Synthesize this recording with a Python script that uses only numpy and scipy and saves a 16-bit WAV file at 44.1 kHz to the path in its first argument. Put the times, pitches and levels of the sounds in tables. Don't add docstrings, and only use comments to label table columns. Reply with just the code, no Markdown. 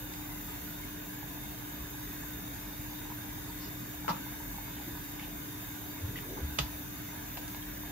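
import sys
import numpy as np
from scipy import signal
from scipy.io import wavfile
from scipy.ndimage import uniform_filter1d

SR = 44100
rng = np.random.default_rng(int(sys.argv[2]) if len(sys.argv) > 2 else 0)


def pcm_store(signal):
    levels = np.round(np.clip(np.atleast_2d(signal), -1, 1) * 32767)
    wavfile.write(sys.argv[1], SR, levels.astype(np.int16).T)


N = 348831


def amp(db):
    return 10 ** (np.asarray(db) / 20)


def evened(x):
    return x / np.sqrt(np.mean(x ** 2) + 1e-20)


def read(points, hz):
    f, value = np.transpose(points)
    return np.interp(np.log(hz + 1), np.log(f + 1), value)


def add(mix, s, sound, pan_db):
    part = mix[:, round(s * SR):][:, :sound.shape[-1]]
    part += amp([[pan_db / 2], [-pan_db / 2]]) * sound[..., :part.shape[1]]


def drift(rate_hz):
    t = np.arange(0, N, 64) / SR
    hz = np.geomspace(rate_hz / 20, rate_hz, num=24)[:, None]
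    start = rng.random((24, 1))
    wander = (np.sin(2 * np.pi * (hz * t + start)) / np.sqrt(hz)).sum(0)
    return np.interp(np.arange(N) / SR, t, evened(wander))


def band(x, low_hz, high_hz):
    edges = [low_hz, min(high_hz, SR / 2.1)]
    return evened(signal.sosfilt(signal.butter(2, edges, "band", fs=SR, output="sos"), x))


GRIT_ALIKE = 0.6


def grit(count):
    a, b = rng.standard_normal((2, count))
    return np.array([a, GRIT_ALIKE * a + np.sqrt(1 - GRIT_ALIKE ** 2) * b])


# (f/Hz, level/dB per Hz)
RUMBLE_COLOUR = [(30, -100), (35, -74), (42, -66.5), (62, -70), (84, -74.5), (110, -70), (130, -66.5),
                 (142, -73), (170, -67), (186, -69.5), (208, -74), (222, -75), (238, -82.5), (262, -70.5),
                 (292, -70.5), (338, -82), (385, -80), (397, -91), (412, -75.5), (450, -93)]
# (f/Hz, level/dB per Hz)
HISS_ALIKE_COLOUR = [(330, -100), (450, -88), (1200, -89.5), (2200, -88.5), (3200, -94.5), (4200, -97),
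                     (5500, -100), (6300, -92), (7600, -103.5), (8250, -132), (9500, -135), (10300, -99.5),
                     (10500, -95), (12500, -91.5), (13560, -91), (15700, -91)]
# (f/Hz, level/dB per Hz)
HISS_OPPOSITE_COLOUR = [(30, -99), (120, -82), (400, -85.5), (1200, -90), (2200, -89.5), (3200, -94),
                        (4500, -97.5), (5500, -95), (6700, -92.5), (8000, -95), (9600, -93), (10400, -91),
                        (13000, -99), (13200, -135)]
# (f/Hz, width/Hz, boost/dB at blend 0, boost/dB at blend 1)
STOVE_RESONANCES = [(400, 37, 0.5, 5.5), (690, 110, 0.5, 3), (883, 91, 2.9, 4.5), (988, 18, 3.5, 9.5),
                    (1530, 168, 5.6, 5.5), (1642, 74, 3.1, 5.5), (1728, 35, 5.5, 5.5), (2150, 61, 3.3, 2),
                    (2840, 47, 4, 1.5), (3615, 70, 11, 6), (3658, 156, 5.5, 4), (3760, 90, 6, 6),
                    (4770, 440, 2.3, 3.5), (6990, 170, 11, 4.8), (7260, 300, 10, 9), (8680, 420, 14, 9),
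                    (9200, 300, 8, 7), (9850, 450, 8, 7), (13180, 450, 9, 9), (14750, 350, 4, 4),
                    (13790, 280, 9, 10), (14230, 260, 3, 4)]
# (t/s, blend, held at 0.77 until 5.9 s)
COLOUR_BLEND = [(5.9, 0.77), (6.5, 1)]
# (f/Hz, share, sign gives the side)
QUARTER_LATE = [(80, 0.47), (200, 0.44), (380, .5), (600, 0.48), (1150, .3), (1400, -.1), (1650, -.5),
                (1900, -.1), (2300, -.45), (2900, 0), (3400, 0), (3650, .5), (4000, -.1), (5300, -.5),
                (6000, .07), (7200, -0.54), (10300, 0.0096), (11500, 0.29), (13000, -0.2)]
# (f/Hz, rms level/dB)
PATCH_DEPTH = [(250, 0), (600, 2), (3000, 2.5)]
# (f/Hz, left minus right level/dB)
PORT_BALANCE = [(60, 1), (110, -3), (200, 0.5), (300, 2.5), (550, -1.5), (1100, -1), (1650, -4.5),
                (2400, -1), (3650, -3), (5000, 0.5), (7000, 2)]


def flame():
    hz, t, z = signal.stft(rng.standard_normal((2, N)), SR, nperseg=4096)
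    blend = np.clip(np.interp(t, *np.transpose(COLOUR_BLEND)), 0, 1)
    boost_db = np.zeros((len(hz), len(t)))
    for f, width, db_at_0, db_at_1 in STOVE_RESONANCES:
        peak = 1 / (1 + ((hz - f) / (width / 2)) ** 2)
        boost_db += np.outer(peak, db_at_0 + blend * (db_at_1 - db_at_0))

    rumble_end = np.clip(1 - (hz - 450) / 100, 0, 1)
    rumble = amp(read(RUMBLE_COLOUR, hz)) * rumble_end
    hiss = amp(read(HISS_ALIKE_COLOUR, hz)[:, None] + boost_db)
    alike = np.hypot(rumble[:, None], hiss)
    opposite = amp(read(HISS_OPPOSITE_COLOUR, hz)[:, None] + boost_db)

    patches = uniform_filter1d(rng.standard_normal(z.shape), size=2, axis=2)
    patches = evened(uniform_filter1d(patches, size=16, axis=1))
    patch_gain = amp(read(PATCH_DEPTH, hz)[:, None] * patches)

    late = np.clip(read(QUARTER_LATE, hz), -1, 1)[:, None]
    z = np.array([z[0], np.sqrt(1 - late ** 2) * z[1] - 1j * late * z[0]])
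    ripple_db = evened(uniform_filter1d(rng.standard_normal((2, len(hz), 1)), size=6, axis=1))
    z = z * amp(ripple_db)

    mid, side = z * np.array([alike, opposite]) * patch_gain * np.sqrt(SR / 2)
    lean_db = read(PORT_BALANCE, hz) * (hz < 7500)
    lean = amp(lean_db[:, None] / 2)
    both = np.array([(mid + side) * lean, (mid - side) / lean])
    ports = signal.istft(both, SR, nperseg=4096)[1][:, :N]
    return ports * amp(0.19 * drift(rate_hz=8.4))


HUM_HZ, HUM_DB = 299.4, -50
HUM_PAN_DB, HUM_LAG = 4, 0.54


def hum():
    turn = 2 * np.pi * np.cumsum(HUM_HZ + 0.71 * drift(rate_hz=4.01)) / SR
    level = np.sqrt(2) * amp(HUM_DB + 0.57 * drift(rate_hz=14))
    pan = amp([[HUM_PAN_DB / 2], [-HUM_PAN_DB / 2]])
    return level * pan * np.sin([turn - HUM_LAG, turn])


POT_PAN_DB = -3
# (f/Hz, level/dB, wander/Hz)
JET_TONES = [(42.8, -56, 1.65), (3604, -70, 8.94)]


def tones():
    out = np.zeros((2, N))
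    for hz, db, wander in JET_TONES:
        turn = 2 * np.pi * np.cumsum(hz + wander * drift(rate_hz=5)) / SR
        level = np.sqrt(2) * amp(db + 2.4 * drift(rate_hz=8))
        add(out, 0, level * np.sin(turn), POT_PAN_DB * (hz > 500))
    return out


def bubble(hz, cycles=5.8, glide=0.0055):
    u = np.arange(0, 30, hz / SR)
    ring = np.sin(2 * np.pi * (u + glide * u ** 2 / 2))
    return ring * (1 - np.exp(-u / 1.15)) * np.exp(-u / (cycles / 2)) * 2


SMALL_BUBBLES_PER_S, SMALL_BUBBLES_DB = 70, -58.5
POT_WIDTH_DB = 8
# (t/s, level/dB near the peak, f/Hz)
LARGE_BUBBLES = [(0.29, -42, 915), (1.184, -46, 805), (1.228, -39, 840), (1.943, -46, 826),
                 (2.012, -46, 982), (2.234, -44, 900), (2.926, -47, 820), (3.052, -45, 950),
                 (3.101, -40.5, 910), (3.119, -39, 960), (3.488, -47, 910), (3.941, -44, 720),
                 (4.046, -39, 850), (4.264, -44.5, 835), (4.342, -51, 856), (4.401, -40, 900),
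                 (4.542, -44, 830), (4.567, -49, 900), (4.583, -37, 850), (4.68, -41, 940),
                 (4.782, -51, 800), (4.797, -42, 840), (4.951, -43, 950), (4.972, -45, 900),
                 (7.834, -41, 960)]


def simmer():
    out = np.zeros((2, N))
    for s, db, hz in LARGE_BUBBLES:
        add(out, s, amp(db) * bubble(hz), POT_PAN_DB)
    chance = rng.random((int(N / SR * 80), 5))
    kept = chance[chance[:, 4] < SMALL_BUBBLES_PER_S / 80]
    for when, size, pitch, side, _ in kept:
        db = SMALL_BUBBLES_DB - 4.64 * np.log(size + 0.061)
        pan_db = POT_PAN_DB + POT_WIDTH_DB * (side - 0.5)
        add(out, when * N / SR, amp(db) * bubble(720 * 1.6 ** pitch), pan_db)
    return out


# (t/s, click level/dB, f/Hz, ring against click level/dB)
LIGHT_TICKS = [(0.138, -30, 2490, -18), (5.1965, -34, 2190, 10), (5.237, -52, 2210, -2),
               (6.1582, -44, 1950, 24), (6.1675, -52, 2600, -10), (6.1741, -48, 2600, -10),
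               (6.179, -47, 2500, 7), (6.1875, -35, 1880, 10), (6.1955, -45, 2400, -10),
               (6.583, -32, 1130, -4), (7.3727, -28.5, 1280, -12), (7.3763, -35, 1500, -10),
               (7.38, -40, 2600, -10), (7.48, -31.5, 4730, -12), (7.5475, -29.5, 1310, -4),
               (7.626, -40, 3280, 11)]


def ticks():
    out, t = np.zeros((2, N)), np.arange(3000) / SR
    for s, db, hz, ring_db in LIGHT_TICKS:
        click = band(grit(len(t)), 0.35 * hz, 2.8 * hz) * np.exp(-t / 0.002)
        click = click / abs(click).max() * (1 - np.exp(-t / 0.0002))
        ring = amp(ring_db - 60 * t / 0.014) * np.sin(2 * np.pi * hz * t)
        ring = ring * (1 - np.exp(-t / 0.0037))
        add(out, s - 0.0005, amp(db) * (ring + click), POT_PAN_DB)
    return out


THUD_RISE = 1.3
# (t/s of the peak, peak level/dB, f/Hz, fall time in cycles)
SOFT_THUDS = [(1.82, -40.5, 62.7, 2.6), (4, -40.5, 71.5, 2.4), (4.089, -38, 263, 0.75),
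              (4.107, -26, 173, 0.79), (4.131, -45, 170, 3.6), (4.167, -43, 196, 2.5),
              (4.782, -45, 61.5, 1.5), (4.883, -42, 159, 2), (4.888, -43, 334, 4.5),
              (4.936, -40, 74.6, 0.86), (6.048, -28.5, 91, 1.5), (6.097, -30.5, 100, 0.91),
              (6.448, -28, 71.5, 1.45), (6.5, -45, 74, 1.4), (6.545, -45, 71, 2), (6.6067, -30, 142, 1.25),
              (6.631, -35, 59, 1.7)]


def thuds():
    out, t = np.zeros((2, N)), np.arange(-4000, 8000) / SR
    for s, db, hz, cycles in SOFT_THUDS:
        fall = cycles / hz
        rise = THUD_RISE * fall
        shape = np.where(t < 0, np.exp(-(t / rise) ** 2), np.exp(-(t / fall) ** 0.64))
        add(out, s + t[0], amp(db) * shape * np.cos(2 * np.pi * hz * t), 0)
    return out


RUSTLE_SPAN = 1.165
# (t/s of the peak, level/dB, half length/s, centre f/Hz)
BRIEF_RUSTLES = [(3.644, -52, 0.046, 4800), (4.103, -42.5, 0.013, 4750), (5.23, -52.5, 0.053, 2650),
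                 (6.178, -47.5, 0.021, 2830), (6.237, -50, 0.016, 1096), (6.38, -46, .014, 980),
                 (7.379, -46, 0.0084, 810)]


def rustles():
    out, t = np.zeros((2, N)), np.arange(-5000, 5000) / SR
    for s, db, half, hz in BRIEF_RUSTLES:
        sparse = rng.random(len(t)) < 3000 / SR
        grains = band(rng.standard_normal((2, len(t))) * sparse, hz / RUSTLE_SPAN, hz * RUSTLE_SPAN)
        start = round(s * SR) - 5000
        out[:, start:start + len(t)] += amp(db) * grains * np.exp(-(t / half) ** 2)
    return out


MODE_LAG = 1.1


def knock(blows, modes_hz, modes, crack_db, crack_hz, crack_s, pan_db):
    out, t = np.zeros((2, N)), np.arange(12000) / SR
    hz = np.array(modes_hz)[:, None]
    mode_db, t60 = np.transpose(modes)[:, :, None]
    sign = (-1.) ** np.arange(len(hz))[:, None]
    for s, db in blows:
        spot_db = 2 * rng.standard_normal(hz.shape)
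        lag = MODE_LAG * rng.uniform(-1, 1, hz.shape) * np.array([1, -1])[:, None, None]
        fading = amp(mode_db + spot_db - 60 * t / t60)
        ring = (fading * np.sin(2 * np.pi * hz * t + lag) * sign).sum(1)
        crack = amp(crack_db) * band(grit(len(t)), *crack_hz) * np.exp(-t / crack_s)
        add(out, s, amp(db) * (ring + crack) * (1 - np.exp(-t / 0.0001)), pan_db)
    return out


# (t/s, level/dB)
JAR_CONTACTS = [(4.0803, -28.5), (4.0858, -30.5), (4.0885, -32), (4.0918, -27), (4.1, -28.5),
                (4.1068, -31.5), (4.111, -34.5), (4.116, -41), (4.129, -47), (4.146, -41), (4.165, -44),
                (4.18, -47)]
JAR_PITCHES = [330, 520, 894, 996, 1130, 1324, 1650, 2050, 2891]
# (level/dB, time to fall 60 dB/s)
JAR_RING = [(-12, 0.021), (-8.5, 0.02), (1, 0.027), (1.8, 0.018), (0, 0.031), (-2, 0.033), (-10.5, 0.022),
            (-13, 0.025), (-15, 0.024)]


def jar_set_down():
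    return knock(JAR_CONTACTS, JAR_PITCHES, JAR_RING,
                 crack_db=-10, crack_hz=(320, 4100), crack_s=0.0036, pan_db=1.0)


SCRAPE_HZ, SCRAPE_WIDTH_HZ = 355, 260
# (t/s, level/dB)
SCRAPE_LEVEL = [(5.979, -66), (6.03, -56.5), (6.17, -49.5), (6.24, -57), (6.29, -45.5), (6.41, -45),
                (6.46, -70)]


def scrape():
    s, db = np.transpose(SCRAPE_LEVEL)
    t = np.arange(s[0], s[-1], 1 / SR)
    slips = rng.standard_normal(len(t)) * (rng.random(len(t)) < 5000 / SR)
    turn = np.exp(2j * np.pi * SCRAPE_HZ * t)
    r = np.exp(-np.pi * SCRAPE_WIDTH_HZ / SR)
    ring = slips / turn
    for _ in range(2):
        ring = signal.lfilter([1], [1, -r], ring)
    ring = (turn * ring).real
    out = np.zeros((2, N))
    add(out, s[0], amp(np.interp(t, s, db)) * evened(ring), 1)
    return out


# (t/s, level/dB)
SPOON_CONTACTS = [(6.5864, -29), (6.5878, -23.5), (6.5898, -26), (6.5925, -31), (6.595, -36), (6.5995, -34),
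                  (6.612, -41), (6.617, -49)]
POT_PITCHES = [260, 520, 850, 1250, 1600, 2169, 2900, 3500, 3800, 4667, 6400]
# (level/dB, time to fall 60 dB/s)
POT_RING = [(-10.5, 0.059), (-5.5, 0.0093), (-6.5, 0.0091), (-3.5, 0.039), (-15, 0.0094), (-23, 0.01),
            (-2, 0.0088), (-0.5, 0.012), (-3, 0.013), (-4, .012), (-9, 0.018)]


def spoon_on_pot():
    return knock(SPOON_CONTACTS, POT_PITCHES, POT_RING,
                 crack_db=1.5, crack_hz=(620, 5600), crack_s=0.0019, pan_db=-4.0)


# (f/Hz, time to fall 60 dB/s)
KITCHEN_DECAY = [(150, 0.38), (700, 0.18), (2000, 0.11), (5000, 0.24), (10000, 0.036)]


def kitchen(x):
    taps = np.zeros((2, SR // 2))
    at = np.arange(120, SR // 2 - 20, 20)
    at = at + rng.integers(0, 20, (2, len(at)))
    np.put_along_axis(taps, at, rng.choice([-1., 1.], at.shape), 1)
    hz, t, z = signal.stft(taps, SR, nperseg=256)
    fading = amp(-60 * t / read(KITCHEN_DECAY, hz)[:, None])
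    tail = signal.istft(z * fading, SR, nperseg=256)[1]
    return signal.fftconvolve(x, tail / np.linalg.norm(tail[0]), axes=1)[:, :N]


def scene():
    jar = jar_set_down()
    pot = spoon_on_pot() + ticks() + simmer()
    near = jar + pot
    near = np.array([np.roll(near[0], shift=3), near[1]])
    sent = amp(-3.5) * jar + amp(-6.5) * pot
    echo = kitchen(sent.mean(axis=0, keepdims=True))
    bed = flame() + hum() + tones()
    return bed + near + echo + thuds() + scrape() + rustles()


EDGE_HZ = 15750


def record(dry):
    dry = signal.sosfilt(signal.butter(4, 36, "high", fs=SR, output="sos"), dry)
    low_pass = signal.firwin(2047, EDGE_HZ, window=("kaiser", 9), fs=SR)
    return signal.oaconvolve(dry, low_pass[None], "same", axes=1)


dry = scene()
out = record(dry)
pcm_store(out)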